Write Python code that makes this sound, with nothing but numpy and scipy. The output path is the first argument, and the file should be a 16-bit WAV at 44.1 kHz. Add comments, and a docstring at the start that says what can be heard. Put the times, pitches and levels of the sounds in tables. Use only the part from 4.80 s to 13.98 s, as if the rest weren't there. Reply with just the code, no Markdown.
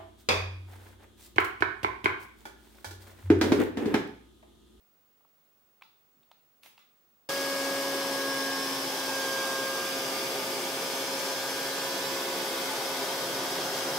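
"""First come a few small clicks in a quiet living room, and a short swish, as someone on a sofa handles
a remote control. Then, all at once, a robot vacuum is running close by on a laminate floor.
Its spinning fan hums, its brush scrubs and shakes the housing, and air hisses out of its exhaust.
Single tones swell and fade as it drives through the room's standing waves (fixed loud and soft spots).
Near the end its motors whine and a faint low rumble grows."""
import sys
import numpy as np
from scipy import signal
from scipy.fft import rfft, irfft, next_fast_len
from scipy.io import wavfile
from scipy.ndimage import map_coordinates

SR = 44100
rng = np.random.default_rng(int(sys.argv[2]) if len(sys.argv) > 2 else 0)


def dump_mix(stems):
    """Bounce the given channels to the path in sys.argv[1] as a 16-bit WAV at rate SR."""
    frames = np.atleast_2d(stems).T  # one column per channel
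    limited = np.clip(frames, -1, 1)  # hard clip at full scale
    pcm = np.round(limited * 32767).astype(np.int16)
    wavfile.write(sys.argv[1], SR, pcm)


N = 404838
TIME = np.arange(N) / SR


def amp(db):
    """Turn decibels into a gain."""
    return 10 ** (np.asarray(db) / 20)


def unit(x):
    """Scale a sound to an average power of 1."""
    return x / np.sqrt(np.mean(x ** 2) + 1e-20)


def along(points, hz):
    """Read between the rows of a (frequency, value) table, on a pitch scale."""
    f, values = np.transpose(points)
    return np.interp(np.log(hz + 1), np.log(f + 1), values)


def wobble(rate):
    """A smooth curve through `rate` random values a second."""
    return map_coordinates(rng.standard_normal(int(N * rate / SR) + 4), [TIME * rate])


def envelope(start, length, attack, release):
    """Fade in, hold at 1, fade out; all times in seconds."""
    t = TIME - start
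    return np.clip(np.minimum(t / attack, (length - t) / release), 0, 1)


def filtered(x, response):
    """Give each frequency the gain response(hz)."""
    size = next_fast_len(N + SR // 2)
    return irfft(rfft(x, size) * response(np.fft.rfftfreq(size, 1 / SR)), size)[..., :N]


def lifts(bumps, x):
    """Add up (centre, width, dB) bumps along frequency or time."""
    return sum(db / (1 + (2 * (x - centre) / width) ** 4) for centre, width, db in bumps)


# How alike the two ears hear a noise: f/Hz, likeness (1 = the same)
EAR_LIKENESS = [(40, .75), (100, 0.99), (250, 1), (480, 0.98), (950, 0.8), (1900, 0.21), (3800, 0.31),
                (7500, 0.45), (15000, .52)]

def noise(colour_db, alike=EAR_LIKENESS):
    """Stereo noise of power 1; its colour says how strong each frequency is."""
    def response(hz):
        spread = np.arccos(np.clip(along(alike, hz), -1, 1)) / 2
        return amp(colour_db(hz)) * [np.cos(spread), np.sin(spread)]

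    mid, side = filtered(rng.standard_normal((2, N)), response)
    return unit(np.array([mid + side, mid - side]))


# Colour of the quiet room: f/Hz, level/dB
ROOM_COLOUR = [(25, -17), (60, -14), (130, -7.5), (250, -5), (400, -6.5), (700, -7), (1000, -11),
               (1250, -7.5), (1700, -14.5), (4000, -18), (11500, -22.5), (15000, -20)]

def room_tone(whine_hz=15625):
    """Faint room air and a thin electronic whine."""
    air = noise(lambda hz: along(ROOM_COLOUR, hz), alike=[(100, .37), (1000, .081), (6000, .2)])
    whine = np.sqrt(2) * np.sin(2 * np.pi * whine_hz * TIME)
    return amp(-71) * air + amp([[-73], [-67]]) * whine


# Time the room's echo takes to fall by 60 dB: f/Hz, t/s
ECHO_DECAY = [(200, 0.44), (3000, 0.55), (12000, 0.36)]

def room_echo(x):
    """The walls return a stereo tail in which each frequency dies at its own speed."""
    hz, t, spectrum = signal.stft(rng.standard_normal((2, SR // 2)), SR, nperseg=256)
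    decay = amp(-60 * t / along(ECHO_DECAY, hz)[:, None])
    tail = signal.istft(spectrum * decay, SR, nperseg=256)[1]
    tail = np.pad(tail, ((0, 0), (round(.008 * SR), 0)))
    return signal.fftconvolve(x[None], tail / np.linalg.norm(tail[0]), axes=1)[:, :len(x)]


# Clicks of remote and hand: t/s, peak level/dB, brightness/dB per octave, snap f/Hz, echo gain/dB
REMOTE_CLICKS = [(0.405, -60, -4, 2100, -10), (.4479, -57, -9, 900, -10), (1.011, -53, -2, 900, -12),
                 (1.0206, -38, 0.5, 2240, -5), (1.4302, -56.5, 4, 4100, -5), (1.514, -43, 1, 900, -7.5),
                 (1.8325, -41.5, 9, 2500, -5), (1.86, -42.5, 3.5, 3280, -9), (1.9780, -46, 2, 2690, 1)]
# Dull colour of the plastic: f/Hz, level/dB
PLASTIC_COLOUR = [(150, -34), (450, -22), (720, 2.5), (1150, 1), (1750, -9), (2400, -4), (4000, -7),
                  (5000, -16), (8000, -28), (15000, -30)]

def remote_clicks():
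    """Each click is a tiny crack of plastic with one broad resonance, answered by the room."""
    out = np.zeros((2, N + SR))
    t = np.arange(SR // 2) / SR
    hz = np.fft.rfftfreq(len(t), 1 / SR)
    octave = np.log2(np.clip(hz, 500, 12000) / 2000)

    def crack(colour_db, decay_s):
        """A burst of coloured noise with energy 1."""
        burst = irfft(rfft(rng.standard_normal(len(t))) * amp(colour_db), len(t))
        burst *= (1 - np.exp(-t / .002)) * amp(-60 * t / decay_s)
        return burst / np.linalg.norm(burst)

    for start, db, bright_db, snap_hz, echo_db in REMOTE_CLICKS:
        colour_db = along(PLASTIC_COLOUR, hz) + bright_db * octave
        direct = crack(colour_db + lifts([(snap_hz, 700, 7)], hz), decay_s=.018)
        # the sofa soaks up the lows, so the walls return a brighter, smeared copy
        scattered = crack(colour_db + 2.3 * octave, decay_s=.04)
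        echo = room_echo(scattered) + amp(-8) * np.roll(scattered, round(.011 * SR))
        click = (direct + amp(echo_db) * echo) / np.abs(direct).max()
        out[:, round(start * SR):][:, :len(t)] += amp(db) * click
    return out[:, :N]


# Presses on the cushion: start t/s, length/s, level/dB
PRESSES = [(1.33, .115, -74), (1.82, .16, -79)]
# Colour of their thud: f/Hz, level/dB
THUD_COLOUR = [(50, -20), (110, -2), (270, 2), (400, -8), (800, -35)]

def cushion():
    """The cushion gives way under the arm with soft thuds."""
    press = sum(amp(db) * envelope(start, length, .04, .04) for start, length, db in PRESSES)
    return press * noise(lambda hz: along(THUD_COLOUR, hz))


# Colour of rubbed cloth: f/Hz, level/dB
CLOTH_COLOUR = [(100, -20), (250, -8), (1400, -7), (2500, -2), (4700, -10), (8000, -13), (13500, -10),
                (15500, -8)]

def arm_swish():
    """Skin slides over cloth in one quick, grainy stroke."""
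    stroke = envelope(start=1.822, length=.088, attack=.017, release=.05)
    rub = stroke * amp(-55.5 + 1.5 * wobble(300)) * noise(lambda hz: along(CLOTH_COLOUR, hz))
    return rub + amp(-1) * room_echo(rub[0])


def fan_speed(free_hz=137.37, loaded_hz=134.74, load_at_s=2.91, slowest_after_s=1.96, settle_s=1.23):
    """Turns per second: load slows the fan, and its speed control overshoots, then settles."""
    t = np.maximum(TIME - load_at_s, 0)
    w = np.pi / slowest_after_s
    swing = np.exp(-t / settle_s) * (np.cos(w * t) + np.sin(w * t) / (w * settle_s))
    return loaded_hz + (free_hz - loaded_hz) * swing


# Fan tones: multiple of the fan speed, base level/dB, scattered level/dB, left minus right/dB
FAN_TONES = [(2, -50, -74, -0.5), (3, -51, -68, 0), (4, -42, -61, 1), (5, -53, -62, -5),
             (8, -59.5, -60, -2), (9, -55, -64, 3), (11, -55.5, -66, 0), (12, -53.5, -53, -1.5),
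             (13, -54, -56, -3.5), (16, -58.5, -58, -3), (39, -58.5, -55, 0)]
# Loud and soft spots the robot crosses: tone's multiple, middle t/s, length/s, level change/dB
TONE_SWELLS = [(2, 3.42, 1.96, 8), (3, 3.4, 0.98, -8), (4, 2.75, 1.74, 5), (4, 3.96, 0.46, -4.5),
               (4, 4.7, 0.72, 3.5), (5, 3.94, .5, -9), (5, 5.2, 1.8, 2.5), (8, 2.84, 0.85, 11.5),
               (8, 3.7, 0.74, 15.5), (8, 4.68, 0.93, 14.5), (9, 2.6, .8, 4), (9, 3.9, .9, -6),
               (9, 5.06, 1.6, 7.5), (11, 7.8, 3.3, 6.5), (12, 2.78, 0.98, 13.5), (12, 3.61, 0.57, 13.5),
               (12, 3.98, 0.12, -7), (12, 4.67, 1.0, 16.5), (12, 6.78, 0.88, 8.5), (12, 9.0, .8, 4.5),
               (13, 3.76, .5, 6), (13, 4.75, 0.59, -8), (13, 7.0, 0.95, 4), (16, 2.78, .7, 9.5),
               (39, 3.83, 0.52, 13.5), (39, 6.7, 0.89, 9)]

def fan():
    """The fan hums at multiples of its speed; each tone swells and sinks in the standing waves."""
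    angle = 2 * np.pi * np.cumsum(fan_speed() * (1 + .000498 * wobble(5))) / SR
    out = np.zeros((2, N))
    for multiple, db, scattered_db, left_db in FAN_TONES:
        tone = np.exp(1j * (round(multiple) * angle + rng.uniform(0, 2 * np.pi)))
        swell_db = lifts([swell for k, *swell in TONE_SWELLS if round(k) == round(multiple)], TIME)
        wander_db = .58 * wobble(2.496)
        flutter = 1 + .045 * (wobble(14) + 1j * wobble(14))
        mid = amp(db + swell_db + wander_db) * flutter
        # the scattered part keeps its level but drifts between the ears
        side = amp(scattered_db) * np.exp(1j * (np.pi / 2 + .77 * wobble(1.52)))
        balance = amp([[left_db / 2], [-left_db / 2]])
        out += np.sqrt(2) * balance * (np.array([mid + side, mid - side]) * tone).real
    return out


def reflections(x, depth_db, width_hz, shift_s, size=4096):
    """Room reflections carve fine peaks and dips into a sound; they shift as the robot moves."""
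    hz, t, spectrum = signal.stft(x, SR, nperseg=size)
    grid = np.array(np.meshgrid(hz / width_hz, t / shift_s, indexing="ij"))
    patterns = rng.standard_normal((3, size // 2, 32))
    shared, left, right = [map_coordinates(p, grid, mode="mirror") for p in patterns]
    ripple_db = along(depth_db, hz)[:, None] * unit(np.array([shared + left, shared + right]))
    return unit(signal.istft(spectrum * amp(ripple_db), SR, nperseg=size)[1][:, :N])


def build_up(start_s=6.87, rise_s=1.96):
    """Goes from 0 to 1 near the end, as the scrubbing and the rumble grow."""
    return np.clip((TIME - start_s) / rise_s, 0, 1)


# Colour of the brush on the floor: f/Hz, level/dB
BRUSH_COLOUR = [(25, -34), (60, -31), (95, -26.5), (125, -11.5), (220, -8), (300, -7.5), (380, 0.5),
                (560, -4), (850, -2), (1100, -7.5), (1400, -8), (2000, -13.5), (4000, -63)]
# Where the housing rings: f/Hz, width/Hz, boost/dB
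HOUSING_RINGS = [(132, 18, 4.5), (192.7, 12, 5.5), (267, 33, 7), (347, 26, 6.5), (405, 22, 4.5),
                 (471, 18, 5), (617, 35, 3.5), (871, 16, 5.5), (980, 31, 6), (1176, 96, 2.5)]

def brush():
    """The roller scrubs the floor and makes the housing ring."""
    roller = noise(lambda hz: along(BRUSH_COLOUR, hz) + lifts(HOUSING_RINGS, hz))
    roller = reflections(roller, depth_db=[(150, 1.2), (900, 2.1)], width_hz=22, shift_s=.499)
    # the housing's low drone stays nearly even; the scrubbing above it grows near the end
    drone = filtered(roller, lambda hz: 1 / (1 + (hz / 560) ** 6))
    scrub = roller - drone
    return amp(-37.5 + .44 * wobble(15)) * drone + amp(-37 + 2.5 * build_up() + .5 * wobble(25)) * scrub


# Colour of the exhaust air: f/Hz, level/dB
AIR_COLOUR = [(500, -50), (1100, -15.5), (1600, -15.5), (2400, -9), (3300, -9), (4100, -10), (5000, -8.5),
              (6000, -11.5), (7000, -15.5), (9000, -17), (12000, -17), (14500, -18), (15700, -22)]
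# Where the air duct rings: f/Hz, width/Hz, boost/dB
DUCT_RINGS = [(2160, 340, 2.6), (3325, 390, 3.05), (4740, 380, 2.4), (5120, 410, 1.3), (6170, 430, 3),
              (7510, 490, 2.7), (8700, 250, 3.5), (10150, 860, 1.8), (13400, 500, 1.5), (14050, 350, 3)]
# The whistle fading away: t/s, level/dB (before the left-right balance)
WHISTLE_FADE = [(2.5, -46), (3.9, -46), (4.5, -53), (9.1, -64)]
# Which ear gets more of the exhaust: f/Hz, left minus right/dB
EXHAUST_BALANCE = [(400, .2), (1000, -6), (2400, -0.2), (6000, 1.5), (10000, 2.3), (15000, 2)]

def exhaust(whistle_hz=5280):
    """Air hisses through the duct, with a narrow, breathy whistle on top."""
    hiss = noise(lambda hz: along(AIR_COLOUR, hz) + lifts(DUCT_RINGS, hz))
    hiss = reflections(hiss, depth_db=[(1500, 2.2), (5500, 3.7), (12000, 2.2)], width_hz=26, shift_s=.902)
    whistle = noise(lambda hz: -20 * np.log10(1 + ((hz - whistle_hz) / 110) ** 2))
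    whistle = reflections(whistle, depth_db=[(5000, 2.7)], width_hz=20, shift_s=.96)
    whistle_db = np.interp(TIME, *np.transpose(WHISTLE_FADE))
    air = amp(-35 + .28 * wobble(11)) * hiss + amp(whistle_db) * whistle
    return filtered(air, lambda hz: amp(np.outer([.5, -.5], along(EXHAUST_BALANCE, hz))))


# Colour of the low rumble: f/Hz, level/dB
RUMBLE_COLOUR = [(20, -13), (45, -10), (70, -18), (105, -2), (165, 10), (215, -14), (400, -45)]

def low_rumble():
    """A faint low rumble grows near the end."""
    return amp(-56.5) * build_up() ** 2 * noise(lambda hz: along(RUMBLE_COLOUR, hz))


# Whines of the drive motors: start t/s, length/s, starting f/Hz, level/dB
MOTOR_WHINES = [(6.87, 0.95, 994, -51.5), (8.0, 1.4, 638, -48.5)]

def drive_motors(octaves_per_s=.235):
    """The drive motors glide up with an unsteady whine."""
    out = np.zeros(N)
    for start, length, start_hz, db in MOTOR_WHINES:
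        hz = start_hz * 2 ** (octaves_per_s * (TIME - start))
        phase = 2 * np.pi * np.cumsum(hz * (1 + .007 * wobble(40))) / SR
        fade = envelope(start, length, attack=.2, release=.2)
        out += fade * amp(db + 2.4 * wobble(16)) * np.sqrt(2) * np.sin(phase)
    return out


def scene(vacuum_at_s=2.489):
    """Small sounds in the quiet room, then suddenly the running vacuum."""
    living_room = room_tone() + remote_clicks() + arm_swish() + cushion()
    running = np.clip((TIME - vacuum_at_s) / .0019, 0, 1)
    return living_room + running * (fan() + brush() + exhaust() + low_rumble() + drive_motors())


def record(dry):
    """Cut away the very highest treble."""
    return filtered(dry, lambda hz: hz < 15740)


dry = scene()
out = record(dry)
dump_mix(out)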